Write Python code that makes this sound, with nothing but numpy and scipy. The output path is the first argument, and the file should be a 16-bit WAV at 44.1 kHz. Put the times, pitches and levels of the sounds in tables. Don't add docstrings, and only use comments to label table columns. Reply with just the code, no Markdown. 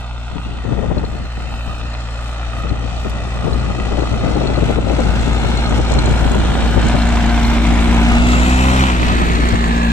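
import sys
import numpy as np
from scipy import signal
from scipy.fft import rfft, irfft
from scipy.io import wavfile
from scipy.ndimage import uniform_filter1d, map_coordinates

SR = 44100
rng = np.random.default_rng(int(sys.argv[2]) if len(sys.argv) > 2 else 0)


def transcribe(u):
    v = np.clip(np.atleast_2d(u).T, -1, 1)
    q = np.round(v * 32767).astype(np.int16)
    wavfile.write(sys.argv[1], SR, q)


def ratio(d):
    e = np.asarray(d, float) / 20
    return 10 ** e


N = 437455
TIME = np.arange(N) / SR
HZ = np.maximum(np.arange(N // 2 + 1) * SR / N, 1)

# time_s, firing_hz
ENGINE_SPEED = [(0.0, 59.45), (0.6, 58.61), (1.2, 58.78), (2.0, 58.38), (3.0, 58.37), (4.0, 58.55),
                (5.0, 58.03), (6.0, 57.83), (7.0, 58.29), (7.7, 58.27), (8.05, 58.19), (8.25, 60.25),
                (8.45, 61.84), (8.7, 64.75), (8.84, 65.18), (9.0, 59.96), (9.3, 59.13), (9.92, 57.36)]
GOVERNED_HZ, SURGE_S = 58.4, 8.27
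FIRST_TURN, CLATTER_LEAD = .29, .25
# time_s, distance_m, flank_share (side turned to the camera, 0-1)
APPROACH = [(0, 18.2, 0), (1, 16.4, 0), (2, 12.5, 0), (3, 10.8, 0), (4, 8.6, 0.1), (4.7, 6.95, 0.13),
            (5.2, 5.6, 0.45), (6, 4.73, 0.5), (6.6, 4.93, 0.52), (6.9, 4.04, 0.77), (7.6, 3.74, 0.87),
            (8.2, 3.1, 0.93), (9, 3.3, 0.59), (9.92, 4.18, 1)]
NEAREST_M = 3
BEHIND_CAB_S, BEHIND_FADE_S = 8.87, 0.024

EXHAUST_PHASES = [0.34, 1.7, 2.32, 1.27, 0.3]
# nearest_db, distance_loss_share, flank_db, surge_db_per_hz, behind_cab_db
EXHAUST_LEVELS = [
    (-15.5, 0.86, 0.4, -0.2, -2),
    (-27, 0.76, -13, 1.5, -8),
    (-45.5, 0.4, 19.5, 1.5, 2),
    (-43, 0.34, 26, 0.28, -3),
    (-35, 1.37, 9.5, -1.3, -8.5),
]
BEAM_POWERS = [1.1, 2.2, 1.12, 1.03, 4.8]

CYLINDERS_DB = [-9.5, -11.5, -7.5, -13]
# nearest_db, distance_loss_share, flank_db, surge_db_per_hz, behind_cab_db
CLATTER_LEVELS = [
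    (-15.5, 1.88, -2.5, -0.13, 0),
    (-24, 0.97, -1.5, 0.65, 0.3),
    (-29, 1.06, 0.56, 0.33, 0.5),
    (-34.5, 1.205, -4, -0.13, -2),
    (-60.5, 1.52, 3, 1, 0),
]
# pitch_hz, level_db_per_hz
ENGINE_COLOUR = [(25, 1), (70, -8), (300, -2), (500, -2), (750, 1.5), (1400, -3.5), (1780, -5.5),
                 (2100, -5), (3000, -8.5), (4250, -12.5), (4700, -17.5), (8000, -19.5), (11000, -17),
                 (13900, -16), (14400, -41)]
# pitch_hz, common_share (0-1)
LIKENESS = [(60, 0.84), (600, 1), (1400, 0.58), (2800, 0.22), (6000, 0.33), (12000, 0.4)]
KNOCK_T60_S, KNOCK_JITTER_S = .028, .00012
# pitch_hz, level_db, t60_s
TIN_PARTS = [
    (1242, 10.5, 0.11),
    (2710, 6, 0.091),
    (3050, -31, .03),
    (3700, -12, 0.032),
    (4340, -12, 0.024),
    (6690, 2, 0.042),
    (7300, -8, 0.014),
    (7500, -20, .02),
]
# start_s, end_s, first_hz, last_hz, width_hz, over_knock_db
HOLLOWS = [(-1, 6, 2540, 2600, 100, -4.5), (1.2, 2.4, 3020, 3050, 90, -8), (4.2, 6.3, 2140, 2160, 150, -8),
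           (6.7, 9, 2120, 2150, 150, -3.5), (7.85, 9.05, 2660, 2420, 220, -2),
           (-1, 1.1, 3610, 3600, 35, -3), (.85, 2.3, 4120, 4100, 90, -6), (.36, .66, 2680, 3120, 110, -1),
           (8.9, 10.6, 1780, 1660, 120, -2), (-1, 7.6, 3620, 3620, 50, -11), (-1, 5, 3050, 3050, 80, -9),
           (5, 7.4, 2900, 3200, 250, -7), (8.9, 9.6, 2350, 2300, 300, -4),
           (8.15, 8.95, 7000, 7300, 700, -6), (6.3, 7.3, 1700, 1780, 120, -6), (.5, 1, 1950, 1850, 110, -6),
           (7.92, 8.38, 2620, 2520, 280, -1), (5.5, 7.8, 1300, 1650, 130, -6)]
# time_s, peak_db
PANEL_TICKS = [(0.9817, -34), (1.0505, -34), (1.256, -39.5), (1.94, -34), (2.6933, -32), (2.9657, -39),
               (3.5319, -31), (3.5987, -37), (4.0093, -35), (4.3535, -33), (4.4223, -36), (4.4727, -27),
               (4.5441, -35), (4.56, -30), (4.8863, -35), (5.1951, -35), (5.5223, -37), (5.5752, -27),
               (5.5927, -33), (5.6446, -33), (5.661, -28), (5.8681, -31), (5.9184, -33), (5.9384, -32),
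               (5.988, -21), (6.0581, -27), (6.4023, -35), (6.4562, -39), (6.539, -33), (6.6253, -38),
               (6.8324, -37), (6.8838, -32), (6.987, -32), (7.0204, -31), (7.0743, -36), (7.2614, -37),
               (7.2958, -30), (7.4495, -27), (7.4849, -36), (7.8431, -35), (7.9818, -39.5), (8.2023, -42),
               (8.2531, -39), (8.319, -35), (8.6946, -30), (8.8253, -29), (9.0483, -34), (9.0828, -32),
               (9.3521, -29.5), (9.832, -45)]
# time_s, peak_db
CLAMP_TICKS = [(5.0047, -31), (5.2112, -29), (5.2801, -36), (5.3309, -34), (5.4008, -35), (5.5729, -30),
               (5.6951, -30), (5.8882, -34), (5.9031, -30), (5.9196, -25), (5.939, -25), (5.9899, -26),
               (6.0408, -32), (6.0583, -23), (6.0927, -33), (6.1107, -27), (6.2254, -39), (6.3172, -24),
               (6.3506, -29), (6.3865, -33), (6.8151, -30), (6.8505, -32), (6.8674, -26), (6.8849, -23),
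               (7.055, -33), (7.0735, -33), (7.0894, -26), (7.1254, -33), (7.2616, -27), (7.6671, -26),
               (7.8053, -32), (7.9455, -36), (7.9645, -33), (8.2703, -33), (8.2877, -26), (8.3965, -31),
               (8.4304, -32), (8.4479, -33), (8.4653, -29), (8.4967, -27), (8.591, -33), (8.609, -30),
               (8.6374, -30), (8.7023, -41), (8.7931, -27), (9.0665, -32), (9.1258, -32.5), (9.4875, -24),
               (9.6082, -35), (9.6421, -32)]
# start_s, end_s, first_hz, last_hz, level_db
WHINES = [
    (6.4, 6.7, 775, 775, -39),
    (6.9, 7.6, 716, 716, -34),
    (7.8, 8.2, 716, 720, -35),
    (8.45, 8.85, 750, 780, -36),
    (8.4, 8.95, 1340, 1450, -38),
]
GEAR_ORDER, GEAR_DB, GEAR_DB_PER_HZ = 8.35, -48, 3.4
# start_s, length_s, level_db
RUSTLES = [(0, 0.012, -56), (.38, 0.094, -74), (1.03, .14, -76), (1.33, 0.11, -76), (1.48, 0.33, -72),
           (2.2, 0.14, -74), (2.55, .08, -70), (2.98, 0.099, -71), (3.42, 0.22, -73), (4.12, .08, -76),
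           (4.28, .08, -77), (4.62, 0.12, -68)]

SHIMMER_DB, SHIMMER_HZ, SHIMMER_S = 1.8, 120, 0.25
# start_s, end_s, first_hz, last_hz, change_db
SHADOWS = [(-1, 5.4, 2240, 2180, -7), (-0.5, .62, 1760, 1780, -14), (2.5, 7.4, 1650, 2230, -6.5),
           (4, 9.1, 4740, 4200, -7.5), (-1, .6, 2100, 2020, -7), (0.7, 3, 1980, 1980, -2),
           (.7, 1.4, 4000, 3800, -9), (6.5, 9.8, 440, 520, -12), (1.5, 1.92, 2100, 2120, -18),
           (2.2, 2, 3740, 3740, -10), (1, 2, 3330, 3240, -9), (8.5, 8.55, 1760, 1800, 7)]
SHADOW_WIDTH_HZ = 90
# time_s, echo_delay_ms, echo_share (0-1), right_lag_samples, left_right_db
PATH = [
    (0, 1.56, 0.54, 3.75, -0.5),
    (3.5, 1.71, 0.67, 4.45, 0),
    (5.5, 1.52, 0.56, 5.9, 1),
    (7, 1.41, 0.34, 2.33, -0.5),
    (7.9, 1.34, 0.22, 3.5, -0.5),
    (8.3, 1.57, 0.34, 12, 0),
    (9, 0.74, 0.03, 16, -0.5),
    (9.92, 1.31, 0.38, 19.7, -1),
]
SOIL_TURN = 1

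# start_s, length_s, level_db
LEFT_GUSTS = [(.3, 0.11, -23.5), (.45, 0.17, -21.5), (.65, 0.19, -14), (.84, 0.23, -14.5),
              (1.06, 0.21, -21.5), (1.36, 0.23, -25), (1.65, 0.097, -24), (1.8, 0.084, -24),
              (2.53, 0.11, -24), (2.64, 0.22, -21), (2.8, 0.23, -25), (3.03, 0.12, -22),
              (3.13, 0.16, -20.5), (3.35, 0.23, -16.5), (3.445, 0.17, -15.5), (3.6, 0.33, -15.5),
              (3.91, 0.2, -16.5), (4.1, 0.22, -14), (4.22, 0.59, -14), (4.84, 0.24, -12), (5.05, 0.58, -14),
              (5.65, 0.2, -15.5), (5.93, 0.54, -15), (6.6, 0.32, -14), (6.92, 0.15, -16), (7.05, 0.59, -16),
              (7.66, 0.57, -15), (8.1, 0.45, -20), (9.0, 0.45, -15.5), (9.5, 0.44, -24)]
# start_s, length_s, level_db
RIGHT_GUSTS = [(.75, 0.21, -33), (.93, 0.097, -25), (1.46, 0.095, -30), (1.657, 0.073, -36),
               (2.472, 0.22, -46), (3.053, 0.11, -28), (3.155, 0.29, -31), (3.45, 0.37, -32),
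               (4.052, 0.13, -22.5), (4.337, 0.088, -23), (4.66, 0.25, -19), (5.047, 0.13, -19),
               (5.147, 0.19, -23), (5.643, 0.41, -16), (6.024, 0.12, -22), (6.345, 0.26, -14.5),
               (6.553, 0.32, -15), (6.768, 0.16, -17), (7.062, 0.19, -20), (7.395, 0.64, -18.5),
               (7.95, .1, -31), (8.048, 0.136, -17), (8.14, 0.31, -15.5), (8.548, 0.73, -17.5),
               (9.15, 0.22, -31), (9.437, 0.069, -25), (9.647, 0.13, -17)]
GUST_EDGE_S, CALM_DB = 0.031, -49
# time_s, rasp_db, thump_db
LEFT_EDDIES = [(0.366, -38, -19.5), (0.655, -22, -21.5), (0.728, -22, -12), (0.788, -16.5, -18),
               (0.835, -16, -23), (0.913, -16, -14), (0.976, -19, -13.5), (1.04, -21, -18),
               (1.139, -26.5, -29), (2.656, -25, -18), (2.723, -35, -12), (2.86, -31, -18.5),
               (3.063, -28, -13.5), (3.45, -25, -15), (3.475, -13.5, -14), (3.525, -22, -34),
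               (3.554, -29, -16), (3.67, -26, -23), (3.708, -19.5, -22), (3.925, -14.5, -27),
               (3.95, -18, -25), (3.988, -9.5, -18), (4.028, -13.5, -30), (4.252, -17, -28),
               (4.275, -17, -40), (4.326, -15.5, -33), (4.369, -11.5, -24), (4.416, -13, -32),
               (4.447, -14, -21.5), (4.502, -14, -28), (4.526, -23, -25), (4.584, -12, -23),
               (4.629, -15, -12), (4.704, -12.5, -12), (4.749, -30, -24), (4.781, -10.5, -18),
               (4.848, -21, -21), (4.878, -15, -29), (4.909, -12, -18), (4.999, -12.5, -19),
               (5.093, -24, -13), (5.276, -16, -17), (5.451, -21, -13), (5.523, -24, -35),
               (5.727, -18, -14), (5.795, -15.5, -14.5), (5.915, -14, -20), (5.968, -15, -12),
               (6.081, -15, -21), (6.122, -21, -10), (6.223, -15, -12), (6.267, -23, -10.5),
               (6.319, -18, -13), (6.36, -13, -12), (6.493, -21, -23), (6.517, -23, -13), (6.776, -9.5, -9),
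               (6.948, -14, -11), (7.888, -25, -13), (9.541, -21, -10)]
# time_s, rasp_db, thump_db
RIGHT_EDDIES = [(0.37, -41, -44), (0.972, -35, -32), (4.37, -21, -27), (4.822, -22, -18), (5.228, -24, -22),
                (5.433, -34, -25), (5.663, -28, -24), (5.717, -27, -26), (5.788, -18, -19),
                (5.877, -26, -26), (5.926, -21, -17), (5.949, -25, -21), (5.989, -28, -12),
                (6.05, -20, -11), (6.084, -27, -13), (6.108, -20, -17), (6.166, -24, -28),
                (6.255, -16, -19), (6.317, -20, -23), (6.383, -26, -24), (6.407, -32, -26),
                (6.451, -23, -22), (6.548, -28, -20), (6.859, -29, -11), (7.72, -25, -18),
                (9.018, -19, -23), (9.126, -22, -19), (9.218, -19, -18.5), (9.309, -26, -18),
                (9.349, -31, -19.5), (9.376, -27, -31), (9.442, -24, -35), (9.465, -31, -21.5),
                (9.487, -23, -24), (9.667, -29, -24), (9.903, -37.5, -24)]
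EDDY_RISE_S, EDDY_FALL_S, THUMP_S = .012, .015, .016
# time_s, peak_db
SLAPS = [
    (3.988, -6),
    (4.117, -3),
    (4.5, -1),
    (4.778, 2),
    (6.776, 4),
]
# time_s, peak_db
GRIT = [
    (1.406, -50),
    (2.244, -46),
    (2.6, -48),
    (3.097, -37),
    (3.103, -43),
    (3.543, -41),
    (3.711, -56),
]
# start_s, end_s, change_db
DUCKS = [
    (1.198, 1.32, -0.5),
    (2.678, 2.875, -1.5),
    (4.757, 4.893, -4),
    (5.777, 5.893, -2.5),
    (7.564, 7.636, -2),
    (8.18, 8.27, -1.5),
    (8.908, 9.03, -2),
]

# pitch_hz, level_db
LEFT_PORT = [(20, 2.5), (8300, -0.5), (9100, -7.5), (9600, -24), (10500, -23), (11500, -16.5), (15000, -18)]
# pitch_hz, level_db
RIGHT_PORT = [(20, 1), (300, 0.5), (700, 0.1), (1250, 2.5), (2300, -2), (4200, -1.5), (5500, -2.5),
              (6500, -11.5), (7300, -9), (8100, -29), (8800, -34), (9400, -15), (12000, -17),
              (15000, -13.5)]
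# pitch_hz, level_db
DROP_OUT = [(1500, -16), (2500, -14.5), (4300, -12), (4800, -8.5), (5400, -11.5), (6000, -15), (7500, -19),
            (10000, -22), (13200, -23), (13700, -14), (14300, -14), (14500, -27)]


def rms_one(x):
    return x / np.sqrt(np.mean(x ** 2) + 1e-20)


def in_time(rows):
    s, *columns = np.transpose(rows)
    return [np.interp(TIME, s, column) for column in columns]


def at_hz(points):
    hz, value = np.transpose(points)
    return np.interp(np.log(HZ), np.log(hz), value)


def shaped(x, gain):
    return irfft(rfft(x) * gain, N)


def drift(rate_hz):
    return rms_one(shaped(rng.standard_normal(N), 1 / (1 + (HZ / rate_hz) ** 2)))


def delayed(x, samples):
    return np.interp(np.arange(N) - samples, np.arange(N), x)


def evened(x, window_s):
    power = uniform_filter1d(x ** 2, size=round(window_s * SR))
    return rms_one(x / power.clip(1e-6) ** .35)


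def ring(clicks, hz, t60_s):
    decay = ratio(-60 / (t60_s * SR))
    turn = 2 * np.pi * hz / SR
    return signal.lfilter([0, np.sin(turn)], [1, -2 * decay * np.cos(turn), decay * decay], clicks + 1e-18)


def knocks(events, hz, t60_s, trim_db):
    clicks = np.zeros(N)
    s, peak_db = np.transpose(events)
    clicks[(s * SR).astype(int)] = ratio(peak_db + trim_db) * rng.choice([-1, 1], len(s))
    return ring(clicks, hz, t60_s)


def rise_and_fall(part):
    return np.sin(np.pi * part).clip(0) ** .5


def glide(start, end, first_hz, last_hz, unsteady_hz):
    part = np.clip((TIME - start) / (end - start), 0, 1)
    hz = first_hz + (last_hz - first_hz) * part + unsteady_hz
    return 2 * np.pi * np.cumsum(hz) / SR, rise_and_fall(part)


def swells(rows, edge_s, floor_db):
    power = ratio(floor_db) ** 2
    for start, length, level_db in rows:
        inside_s = np.minimum(TIME - start, start + length - TIME)
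        gate = np.clip(inside_s / edge_s + .5, 0, 1)
        power = power + (ratio(level_db) * gate ** 2) ** 2
    return 10 * np.log10(power)


def engine_levels(rows, firing_hz, powers):
    metres, flank = in_time(APPROACH)
    loss_db = -20 * np.log10(metres / NEAREST_M)
    surge = (firing_hz - GOVERNED_HZ).clip(0)
    hidden = .5 + .5 * np.tanh((TIME - BEHIND_CAB_S) / BEHIND_FADE_S)
    levels = []
    for (base_db, share, flank_db, surge_db, behind_db), power in zip(rows, powers):
        facing_db = flank_db * flank.clip(0) ** power
        levels.append(base_db + share * loss_db + facing_db + surge_db * surge + behind_db * hidden)
    return levels


def exhaust(turns, levels_db):
    out = 0
    for k, level_db in enumerate(levels_db):
        waver = EXHAUST_PHASES[k] + 0.05 * (k + 1) * drift(6.0)
        height = np.sqrt(2) * ratio(level_db + 0.6 * drift(10.0))
        out = out + height * np.cos(2 * np.pi * (k + 1) * turns + waver)
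    return out


def bursts(turns, depth, sharp, spread_db):
    firing = turns.astype(int)
    chance_db = spread_db * rng.standard_normal(1000).clip(-3, 1.3)[firing]
    strength_db = np.array(CYLINDERS_DB)[firing % 4] + chance_db
    swell = np.sin(np.pi * (turns % 1) ** 0.85) ** (2 * sharp)
    return rms_one(1 - depth + depth * ratio(strength_db) * swell)


def clatter(turns, levels_db):
    alike = np.clip(at_hz(LIKENESS), 0, 1)
    common, own = rfft(rng.standard_normal((2, N))) * ratio(at_hz(ENGINE_COLOUR))
    pair = np.array([common, alike * common + np.sqrt(1 - alike ** 2) * own])
    under = [1 / (1 + (HZ / hz) ** 8) for hz in (480, 1650, 4500, 9500)]
    ranges = np.sqrt(np.diff([0 * HZ] + under + [1 + 0 * HZ], axis=0).clip(0))
    depths = (0.23, 0.45, 0.42, 0.64, 0.3)
    out = 0
    for weight, level_db, depth in zip(ranges, levels_db, depths):
        noise = rms_one(irfft(pair * weight, N))
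        level = ratio(level_db + 0.7 * drift(15.0))
        out = out + level * bursts(turns, depth, sharp=0.9, spread_db=2.5) * noise
    return out


def diesel_knock(turns, level_db):
    at = np.flatnonzero(np.diff(turns.astype(int)))
    jitter = KNOCK_JITTER_S * SR * rng.standard_normal(1000)[:len(at)]
    at = (at + jitter).astype(int).clip(0, N - 1)
    strength = ratio(2.0 * rng.standard_normal(1000))
    after = TIME[:2000]
    envelope = np.minimum(after / .0008, 1) * ratio(-60 * after / KNOCK_T60_S)
    answers = rng.standard_normal((5, 2000)) * envelope
    out = 0
    for cylinder, cylinder_db in enumerate(CYLINDERS_DB):
        clicks = np.zeros(N)
        moments = at[cylinder::4]
        clicks[moments] = ratio(cylinder_db) * strength[cylinder::4][:len(moments)]
        out = out + signal.fftconvolve(clicks, answers[4] + .6 * answers[cylinder])[:N]
    colour = ratio(at_hz(ENGINE_COLOUR)) / (1 + (520 / HZ) ** 6) / (1 + (HZ / 4400) ** 6)
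    return ratio(level_db) * rms_one(shaped(out, colour))


def tin(turns, level_db):
    at = np.flatnonzero(np.diff(turns.astype(int))) + round(.003 * SR)
    at = at[at < N]
    out = 0
    for hz, mode_db, t60_s in TIN_PARTS:
        clicks = np.zeros(N)
        hardness_db = 4.9 * rng.exponential(1, 1000)[:len(at)].clip(0, 4)
        sign = rng.choice([-1, 1], 1000)[:len(at)]
        clicks[at] = ratio(mode_db + hardness_db) * sign
        out = out + ring(clicks, hz, t60_s)
    return ratio(level_db) * rms_one(out)


def hollows(turns, knock_db):
    out = 0
    for start, end, first_hz, last_hz, width_hz, over_db in HOLLOWS:
        phase, swell = glide(start, end, first_hz, last_hz, 0)
        band = drift(width_hz) * np.cos(phase) + drift(width_hz) * np.sin(phase)
        out = out + ratio(over_db + 0.6 * drift(1.9)) * swell * band
    return ratio(knock_db) * bursts(turns, 0.45, sharp=1.3, spread_db=1.5) * out


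def loose_parts():
    panel = knocks(PANEL_TICKS, 4180, 0.033, trim_db=10.5)
    clamp = knocks(CLAMP_TICKS, 6760, 0.022, trim_db=4.0) + knocks(CLAMP_TICKS, 7960, 0.02, trim_db=1.0)
    return shaped(panel + clamp, 1 - .8 * np.exp(-((HZ - 5400) / 900) ** 2))


def whine():
    out = 0
    for start, end, first_hz, last_hz, level_db in WHINES:
        phase, swell = glide(start, end, first_hz, last_hz, 3.63 * drift(8.1))
        out = out + ratio(level_db + 1.5 + 1.4 * drift(6.0)) * swell * np.sin(phase)
    return np.sqrt(2) * out


def gear(turns, firing_hz):
    surge_db = np.minimum(GEAR_DB_PER_HZ * (firing_hz - GOVERNED_HZ), 17)
    outside_s = np.maximum(TIME - BEHIND_CAB_S, SURGE_S - TIME)
    fade_db = -30 * np.clip(outside_s * 10, 0, 1) ** 2
    level_db = GEAR_DB + surge_db + 1.2 * drift(7.0) + fade_db
    return np.sqrt(2) * ratio(level_db) * np.sin(2 * np.pi * GEAR_ORDER * turns)


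def shimmer(pair):
    hz, s, cells = signal.stft(pair, fs=SR, nperseg=1024)
    chance = rng.standard_normal((300, 100))
    places = np.meshgrid(hz / SHIMMER_HZ, s / SHIMMER_S, indexing="ij")
    patches = map_coordinates(chance, places, order=3)
    depth_by_hz = SHIMMER_DB / (1 + (1200 / (hz + 1)) ** 2)
    gain_db = depth_by_hz[:, None] * patches
    for start, end, first_hz, last_hz, change_db in SHADOWS:
        part = np.clip((s - start) / (end - start), 0, 1)
        off = (hz[:, None] - first_hz - (last_hz - first_hz) * part) / SHADOW_WIDTH_HZ
        gain_db = gain_db + change_db * rise_and_fall(part) * np.exp(-off ** 2)
    return signal.istft(cells * ratio(gain_db), fs=SR, nperseg=1024)[1][:, :N]


def passing(pair):
    echo_ms, share, lag, pan_db = in_time(PATH)
    dull = shaped(pair, np.exp(1j * SOIL_TURN) / np.sqrt(1 + (HZ / 2200) ** 4))
    ms = SR / 1000
    left = pair[0] + 0.57 * share * delayed(dull[0], (echo_ms - .05) * ms)
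    right = pair[1] + share * delayed(dull[1], echo_ms * ms)
    return np.array([left * ratio(pan_db / 2), delayed(right, lag) * ratio(-pan_db / 2)])


def ducking():
    gain_db = 0
    for start, end, change_db in DUCKS:
        part = np.clip((TIME - start) / (end - start), 0, 1)
        gain_db = gain_db + change_db * rise_and_fall(part)
    return ratio(gain_db)


def wind(gust_db, eddies):
    lumps_db = np.clip(1.5 * drift(24.0) + 2.6 * drift(85.0), -20, 4)
    low_colour = (HZ / 30) / (1 + HZ / 30) / (1 + (HZ / 190) ** 2.2)
    rasp_colour = (HZ / 250) / (1 + (HZ / 520) ** 4.4)
    low = rms_one(shaped(rng.standard_normal(N), low_colour))
    rasp = rms_one(shaped(rng.standard_normal(N), rasp_colour))
    low = evened(low, .035)
    rasp = evened(rasp, .014) * ratio(np.clip(2.0 * drift(170.0), -12, 7) - .6)
    low_gain = ratio(gust_db - 5.5 + lumps_db)
    rasp_gain = ratio(2.46 * (gust_db + 15.5) + lumps_db - 34.0)
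    for s, rasp_db, thump_db in eddies:
        near = slice(max(int(s * SR) - 3000, 0), int(s * SR) + 3000)
        late = TIME[near] - s
        edge_s = np.where(late < 0, EDDY_RISE_S, EDDY_FALL_S)
        burst = ratio(rasp_db - 1.5) * np.exp(-(late / edge_s) ** 2)
        thump = ratio(thump_db - 0.5) * np.exp(-(late / THUMP_S) ** 2)
        rasp_gain[near] = np.hypot(rasp_gain[near], burst)
        low_gain[near] = np.hypot(low_gain[near], thump)
    return low_gain * low + rasp_gain * rasp


def slaps():
    return shaped(knocks(SLAPS, 440, 0.0061, trim_db=-7.0), 1 / (1 + (HZ / 1300) ** 4))


def thud(gust_db):
    deep = shaped(rng.standard_normal((2, N)), (HZ / 25) / (1 + (HZ / 55) ** 3))
    return ratio(0.17 * (gust_db + 17.0) - 30.5) * rms_one(deep)


def grit():
    return knocks(GRIT, 10500, .0015, trim_db=27) + knocks(GRIT, 15000, .002, trim_db=5)


def scene():
    firing_hz, = in_time(ENGINE_SPEED)
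    turns = FIRST_TURN + np.cumsum(firing_hz) / SR
    early = turns + CLATTER_LEAD
    hum = exhaust(turns, engine_levels(EXHAUST_LEVELS, firing_hz, BEAM_POWERS))
    hum = np.array([ratio(1.1) * hum, ratio(1.4) * delayed(hum, 4.7)])

    rumble_db, block_db, knock_db, rattle_db, hiss_db = engine_levels(CLATTER_LEVELS, firing_hz, np.ones(5))
    hiss_db = swells(RUSTLES, .04, hiss_db)
    layers_db = (rumble_db - 3.5, block_db - 3.5, knock_db, rattle_db + 6.5, hiss_db + 25.0)
    noise = clatter(early, layers_db) + diesel_knock(early + .9, block_db - 3.5)
    body = noise + tin(early, knock_db - 6.5) + hollows(early, knock_db)
    machine = shimmer(body) + loose_parts() + whine() + gear(turns, firing_hz)
    engine = ducking() * passing(machine)

    left_db = swells(LEFT_GUSTS, GUST_EDGE_S, CALM_DB)
    right_db = swells(RIGHT_GUSTS, GUST_EDGE_S, CALM_DB)
    ports = np.array([wind(left_db, LEFT_EDDIES), wind(right_db, RIGHT_EDDIES)])
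    ports = ports + thud(np.maximum(left_db, right_db))
    ports[0] += slaps()
    return engine + hum + ports + grit()


def thin_out(x, spread_db):
    frames = dict(fs=SR, window="cosine", nperseg=2048, noverlap=1024)
    hz, _, cells = signal.stft(x, **frames)
    power = uniform_filter1d(np.abs(cells) ** 2, size=3, axis=1)
    mid_treble = power[:, (hz > 2000) & (hz < 6000)].mean((0, 1))
    treble = uniform_filter1d(mid_treble, size=8)
    chance = rng.standard_normal((2, 65, cells.shape[2] // 2 + 1))
    chance = chance.repeat(16, 1).repeat(2, 2)[:, :len(hz), :cells.shape[2]]
    bar_db = np.interp(hz, *np.transpose(DROP_OUT))[:, None] + spread_db * chance
    kept = cells * (power > treble * ratio(bar_db) ** 2)
    return signal.istft(kept, **frames)[1][:, :N]


def top_cut(x):
    return signal.sosfilt(signal.butter(12, 15800, fs=SR, output="sos"), x)


def record(dry):
    colour = ratio([at_hz(LEFT_PORT), at_hz(RIGHT_PORT)])
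    coloured = shaped(dry, colour / (1 + (14 / HZ) ** 4))
    rounded = coloured / (1 + (coloured / .92) ** 4) ** (1 / 4)
    finished = thin_out(rounded, spread_db=4.0)
    return top_cut(finished)


dry = scene()
out = record(dry)
transcribe(out)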